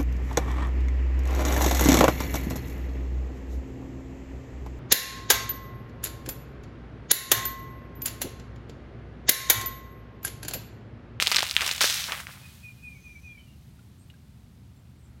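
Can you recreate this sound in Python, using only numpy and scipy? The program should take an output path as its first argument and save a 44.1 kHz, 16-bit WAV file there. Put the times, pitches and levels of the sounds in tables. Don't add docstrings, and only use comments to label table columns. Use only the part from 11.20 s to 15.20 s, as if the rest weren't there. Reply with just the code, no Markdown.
import sys
import numpy as np
from scipy import signal
from scipy.fft import rfft, irfft
from scipy.io import wavfile

SR = 44100
rng = np.random.default_rng(int(sys.argv[2]) if len(sys.argv) > 2 else 0)


def unload_audio(sound):
    columns = np.transpose(np.atleast_2d(sound))
    steps = np.round(np.clip(columns, -1, 1) * 32767)
    wavfile.write(sys.argv[1], SR, steps.astype(np.int16))


N = 176400
TIME = np.arange(N) / SR


def from_db(db):
    return 10 ** (np.asarray(db) / 20)


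def rms_one(x):
    return x / np.sqrt(np.mean(x ** 2) + 1e-20)


def level(rows):
    return from_db(np.interp(TIME, *np.transpose(rows)))


def colour(x, spectrum, tilt_db_per_oct=0, pivot_hz=1800):
    hz, db = np.transpose(spectrum)
    octave = np.log2(np.maximum(np.fft.rfftfreq(N, 1 / SR), 1))
    shape_db = np.interp(octave, np.log2(hz), db) + tilt_db_per_oct * (octave - np.log2(pivot_hz))
    low_cut = np.minimum(2 ** octave / hz[0], 1) ** 2
    return rms_one(irfft(rfft(x) * from_db(shape_db) * low_cut, N))


def drift(rate_hz):
    return rms_one(np.interp(TIME * rate_hz, np.arange(N), rng.standard_normal(N)))


def grains(per_s, spread_db, t60_cycles, bands=18):
    sizes = from_db(spread_db * np.minimum(rng.exponential(1, N), 4)) * rng.choice([-1, 1], N)
    clicks = sizes * (rng.random(N) < per_s / SR)
    band = rng.integers(0, bands, N)
    out = 0
    for k, hz in enumerate(np.geomspace(500, 15000, bands)):
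        radius = from_db(-60 * hz / (t60_cycles * SR))
        feedback = [1, -2 * radius * np.cos(2 * np.pi * hz / SR), radius * radius]
        ring = signal.lfilter([1, 0, -1], feedback, clicks * (band == k) + 1e-18 * sizes)
        out = out + rms_one(ring) * np.sqrt(hz)
    return out


def burst(start_s, rise_s, decay_s, time=TIME):
    age_s = np.maximum(time - start_s, 0)
    return np.minimum(age_s / rise_s, 1) * np.exp(-np.minimum(age_s / decay_s, 20))


def echoed(x, echoes):
    return x + sum(from_db(db) * np.interp(TIME - delay_s, TIME, x, left=0) for delay_s, db in echoes)


def slaps():
    blobs = [(.0004, -6.5, 2470, -4), (.0117, -15.5, 3780, 3), (.021, -14, 3130, -2),
             (0.0244, -4.5, 4170, 5), (0.0259, -13, 3840, 6.5), (0.065, -10.5, 2800, -13),
             (0.0711, -1, 3670, -1.5), (0.0777, -8, 3670, -2), (.116, -1.5, 4250, -0.5),
             (0.1164, -16.5, 1300, -4), (0.1207, -7, 2830, 7.5), (.1278, -11.5, 2890, 2),
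             (.1463, -5, 3480, 0.5), (0.161, -12.5, 3280, 15), (.1665, -2, 3600, -12),
             (0.167, -2.5, 4200, -1.5), (.184, -5.5, 4070, -13), (0.1864, -10, 2019, 7),
             (.1919, -8, 4030, 2), (0.2056, -8.5, 3680, 0.5), (0.2238, -7.5, 3480, -3.5),
             (0.2292, -16.5, 1800, 12), (0.2288, -20, 790, 0), (0.2663, -21, 3380, 0),
             (0.2968, -14, 4120, -7), (.3113, -11.5, 4560, 2.5), (0.3412, -21.5, 4800, -16),
             (0.3514, -18.5, 4300, 2), (0.3659, 2.5, 3060, -11), (0.4084, -10.5, 2610, 4),
             (0.4166, -17.5, 1930, -10), (.4182, -12.5, 3450, 7), (0.4645, -12.5, 3250, 8),
             (0.4778, -16.5, 4480, 10), (.4919, -12, 2600, 4), (.5128, -10.5, 3600, 7),
             (0.5801, -20, 4500, 8), (0.608, -6.5, 3404, 2), (0.6127, -9.5, 2200, 12.5),
             (.6262, -4, 4700, -14), (.6419, -21, 584, -0.5), (0.6423, -9.5, 1650, 0),
             (0.6572, -11.5, 5200, -8), (.6955, -14, 4344, -8), (0.6994, -5, 4170, 0.5),
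             (.841, -13.5, 4200, -2), (.921, -12.5, 2870, 4.5), (1.0016, -27, 1510, 13),
             (1.0691, -21.5, 2040, -1)]
    crack_spectrum = [(200, -20.5), (600, -11), (1300, -6), (3500, -3), (5000, -1.5), (8000, -9.5),
                      (16000, -21.5)]
    splatter_spectrum = [(200, -22), (600, -10), (1300, -0.5), (3500, -3.5), (5000, -1), (8000, -8),
                         (16000, -20)]
    rise_cycles = 0.68
    push_db, push_s = -26, 0.00019
    crack_s, splatter_s, splatter_db = 0.0008, 0.008, -23.5
    pulses, crack_power, splatter_power = np.zeros((3, N))
    for start_s, db, hz, splash_db in blobs:
        span = slice(int(start_s * SR), int((start_s + 0.2) * SR))
        t = TIME[span]
        age_s = np.maximum(t - start_s, 0)
        swell = age_s * hz / rise_cycles
        pulses[span] += from_db(db) * (swell * np.exp(1 - swell)) ** 2 * np.sin(2 * np.pi * hz * age_s)
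        splash = from_db(db + splash_db)
        spread = age_s / push_s
        pulses[span] += splash * from_db(push_db) * spread * (2 - spread) * np.exp(1 - spread)
        crack_db = -12 + 6 * np.log2(hz / 3700)
        crack_power[span] += (splash * from_db(crack_db) * burst(start_s, 1 / SR, crack_s, t)) ** 2
        splatter_power[span] += (splash * from_db(splatter_db) * burst(start_s, crack_s, splatter_s, t)) ** 2
    cracks = np.sqrt(crack_power) * colour(rng.standard_normal(N), crack_spectrum)
    droplets = colour(grains(per_s=7000, spread_db=5 - 3, t60_cycles=2.2), splatter_spectrum)
    return pulses + cracks + np.sqrt(splatter_power) * droplets


def spray():
    envelope = [(0, -33.5), (.05, -34), (.1, -33), (.19, -36.5), (.26, -34.5), (.35, -45.5), (.4, -39),
                (.48, -29.5), (.54, -36.5), (.6, -41), (.8, -34.5), (1.1, -85)]
    spectrum = [(200, -19.5), (500, -8), (1200, -5), (2500, 1.5), (4000, 2), (5000, -3.5), (8000, -7),
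                (10500, -12), (13000, -10), (16000, -12)]
    return level(envelope) * colour(grains(per_s=4500, spread_db=5, t60_cycles=2.4), spectrum)


def fizz():
    envelope = [(0, -48), (1.0, -42), (1.07, -54), (1.125, -47), (1.17, -54), (1.3, -54), (1.55, -62),
                (1.9, -64), (2.4, -66.5), (3.2, -69.5), (4, -71.5)]
    spectrum = [(300, -13), (1000, -4), (2500, 0), (4000, 0), (5000, -3), (6500, -5), (9000, -5.5),
                (10300, -6.5), (11500, -5), (16000, -7)]
    return level(envelope) * colour(grains(per_s=14000, spread_db=-0.5, t60_cycles=2), spectrum)


def rumble(db=-49.5):
    spectrum = [(20, -30), (40, -19), (55, -6.5), (70, 1), (95, -5), (120, -1.5), (160, -7), (230, -11.5),
                (320, -22), (500, -30.5), (800, -32), (1500, -37), (4000, -44), (16000, -59)]
    return from_db(db) * colour(rng.standard_normal(N), spectrum)


def gushes(rise_s=0.0032):
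    events = [(0.114, -30, 0.099, 1.5), (.366, -31, .05, 2), (.412, -32, 0.049, -6),
              (0.608, -24.5, 0.022, -7), (0.877, -33, 0.056, -7), (0.919, -35.5, 0.046, -2.5),
              (1.075, -48, 0.12, -7)]
    spectrum = [(150, -23.5), (400, -15.5), (800, -9), (1300, 0.5), (2200, 3.5), (3200, 1), (5000, -16.5),
                (10000, -24), (16000, -35.5)]
    bubbles = grains(per_s=3500, spread_db=4, t60_cycles=4.8)
    return sum(from_db(db) * burst(start_s, rise_s, decay_s) * colour(bubbles, spectrum, tilt)
               for start_s, db, decay_s, tilt in events)


def foam_sheet():
    spectrum = [(200, -21), (500, -17.5), (900, -14.5), (1400, -7.5), (2500, -4), (4000, -2), (4800, -5.5),
                (5600, -2.5), (7500, -11), (10500, -14.5), (12500, -13.5), (16000, -17)]
    start_s, rise_s, start_db, fall_db_per_s = 0.6047, 0.012, -21, 63
    thin_s, thin_db_per_s = 0.88, 162
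    age_s = np.maximum(TIME - start_s, 0)
    db = start_db - fall_db_per_s * age_s - thin_db_per_s * np.maximum(TIME - thin_s, 0)
    crackle = colour(grains(per_s=12000, spread_db=4.5, t60_cycles=2.15), spectrum)
    return np.minimum(age_s / rise_s, 1) * from_db(db) * crackle


def falling_notes(notes, waver, sag_per_s=0.472, rise_s=0.036):
    wobble = 1 + waver * drift(rate_hz=250)
    out = 0
    for start_s, length_s, db, hz in notes:
        age_s = np.clip(TIME - start_s, 0, length_s)
        phase = 2 * np.pi * np.cumsum(hz * (1 - sag_per_s * age_s) * wobble) / SR
        envelope = np.minimum(age_s / rise_s, 1) * np.cos(np.pi / 2 * age_s / length_s)
        out = out + from_db(db) * envelope * np.sin(phase)
    return out


def whistles():
    notes = [(1.22, 0.089, -47.5, 2540), (1.425, 0.097, -39, 2510), (1.62, 0.13, -39.5, 2519),
             (1.83, 0.12, -44.5, 2495), (2.027, 0.16, -44, 2506)]
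    return falling_notes(notes, waver=0.0068)


def twitters(width_hz=650):
    notes = [(1.62, 0.11, -72, 8600), (1.72, 0.19, -71, 6250), (1.85, 0.28, -69.5, 6000),
             (2.784, 0.057, -69, 8470), (2.777, 0.042, -72, 7330), (3.55, 0.057, -77.5, 7450),
             (3.76, 0.15, -75.5, 8100), (3.829, .06, -73.5, 7400)]
    out = 0
    for start_s, length_s, db, hz in notes:
        progress = np.clip((TIME - start_s) / length_s, 0, 1)
        envelope = np.sqrt(np.maximum(np.sin(np.pi * progress), 0))
        phase = 2 * np.pi * hz * TIME
        noise_band = drift(width_hz) * np.sin(phase) + drift(width_hz) * np.cos(phase)
        out = out + from_db(db) * envelope * noise_band
    return out


def far_calls():
    notes = [(1.74, 0.045, -43.5, 2310), (1.945, 0.035, -35.5, 2340), (2.15, .06, -45.5, 2347),
             (2.08, .06, -60, 3380), (2.17, 0.078, -52.5, 3120), (2.25, 0.13, -61, 2880)]
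    return falling_notes(notes, waver=0.017)


def drips(tick_db=-11, tick_s=0.009):
    events = [(2.5911, -53, 1410, 0.044), (2.9003, -45, 2880, 0.036), (2.9388, -54.5, 1610, .055)]  # t/s, level/dB, f/Hz, t60/s
    tick_spectrum = [(1000, -20.5), (2000, -4), (3800, -3), (4800, -15), (16000, -23)]  # f/Hz, density/dB
    noise = colour(rng.standard_normal(N), tick_spectrum)
    out = 0
    for start_s, db, hz, t60_s in events:
        bubble = burst(start_s, 1 / hz, t60_s / np.log(1000)) * np.sin(2 * np.pi * hz * (TIME - start_s))
        tick = from_db(tick_db) * burst(start_s, 1 / hz, tick_s) * noise
        out = out + from_db(db) * (bubble + tick)
    return out


def far_rush():
    envelope = [(3.2, -84.5), (3.8, -75), (3.93, -68), (4, -70.5)]  # t/s, level/dB
    spectrum = [(250, -4), (500, 1), (1100, -4), (1400, 0.5), (1750, -7), (2150, -0.5), (2800, -16),
                (8000, -33.5)]
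    return level(envelope) * colour(rng.standard_normal(N), spectrum)


def scene():
    yard_echoes = [(.005, -20.5), (.0135, -22), (.047, -25.5), (.071, -27)]
    bird_echoes = [(.022, -7), (0.126, -18)]  # delay/s, level/dB
    soda = echoed(slaps() + spray() + foam_sheet() + gushes(), yard_echoes) + fizz() + drips()
    birds = echoed(whistles() + far_calls() + twitters(), bird_echoes)
    return (soda + birds + rumble() + far_rush())[None]


def record(dry, cutoff_hz=15900):
    low_pass = signal.ellip(10, 0.1, 80, cutoff_hz, fs=SR, output="sos")
    return signal.sosfilt(low_pass, np.clip(dry, -1, 1))


dry = scene()
out = record(dry)
unload_audio(out)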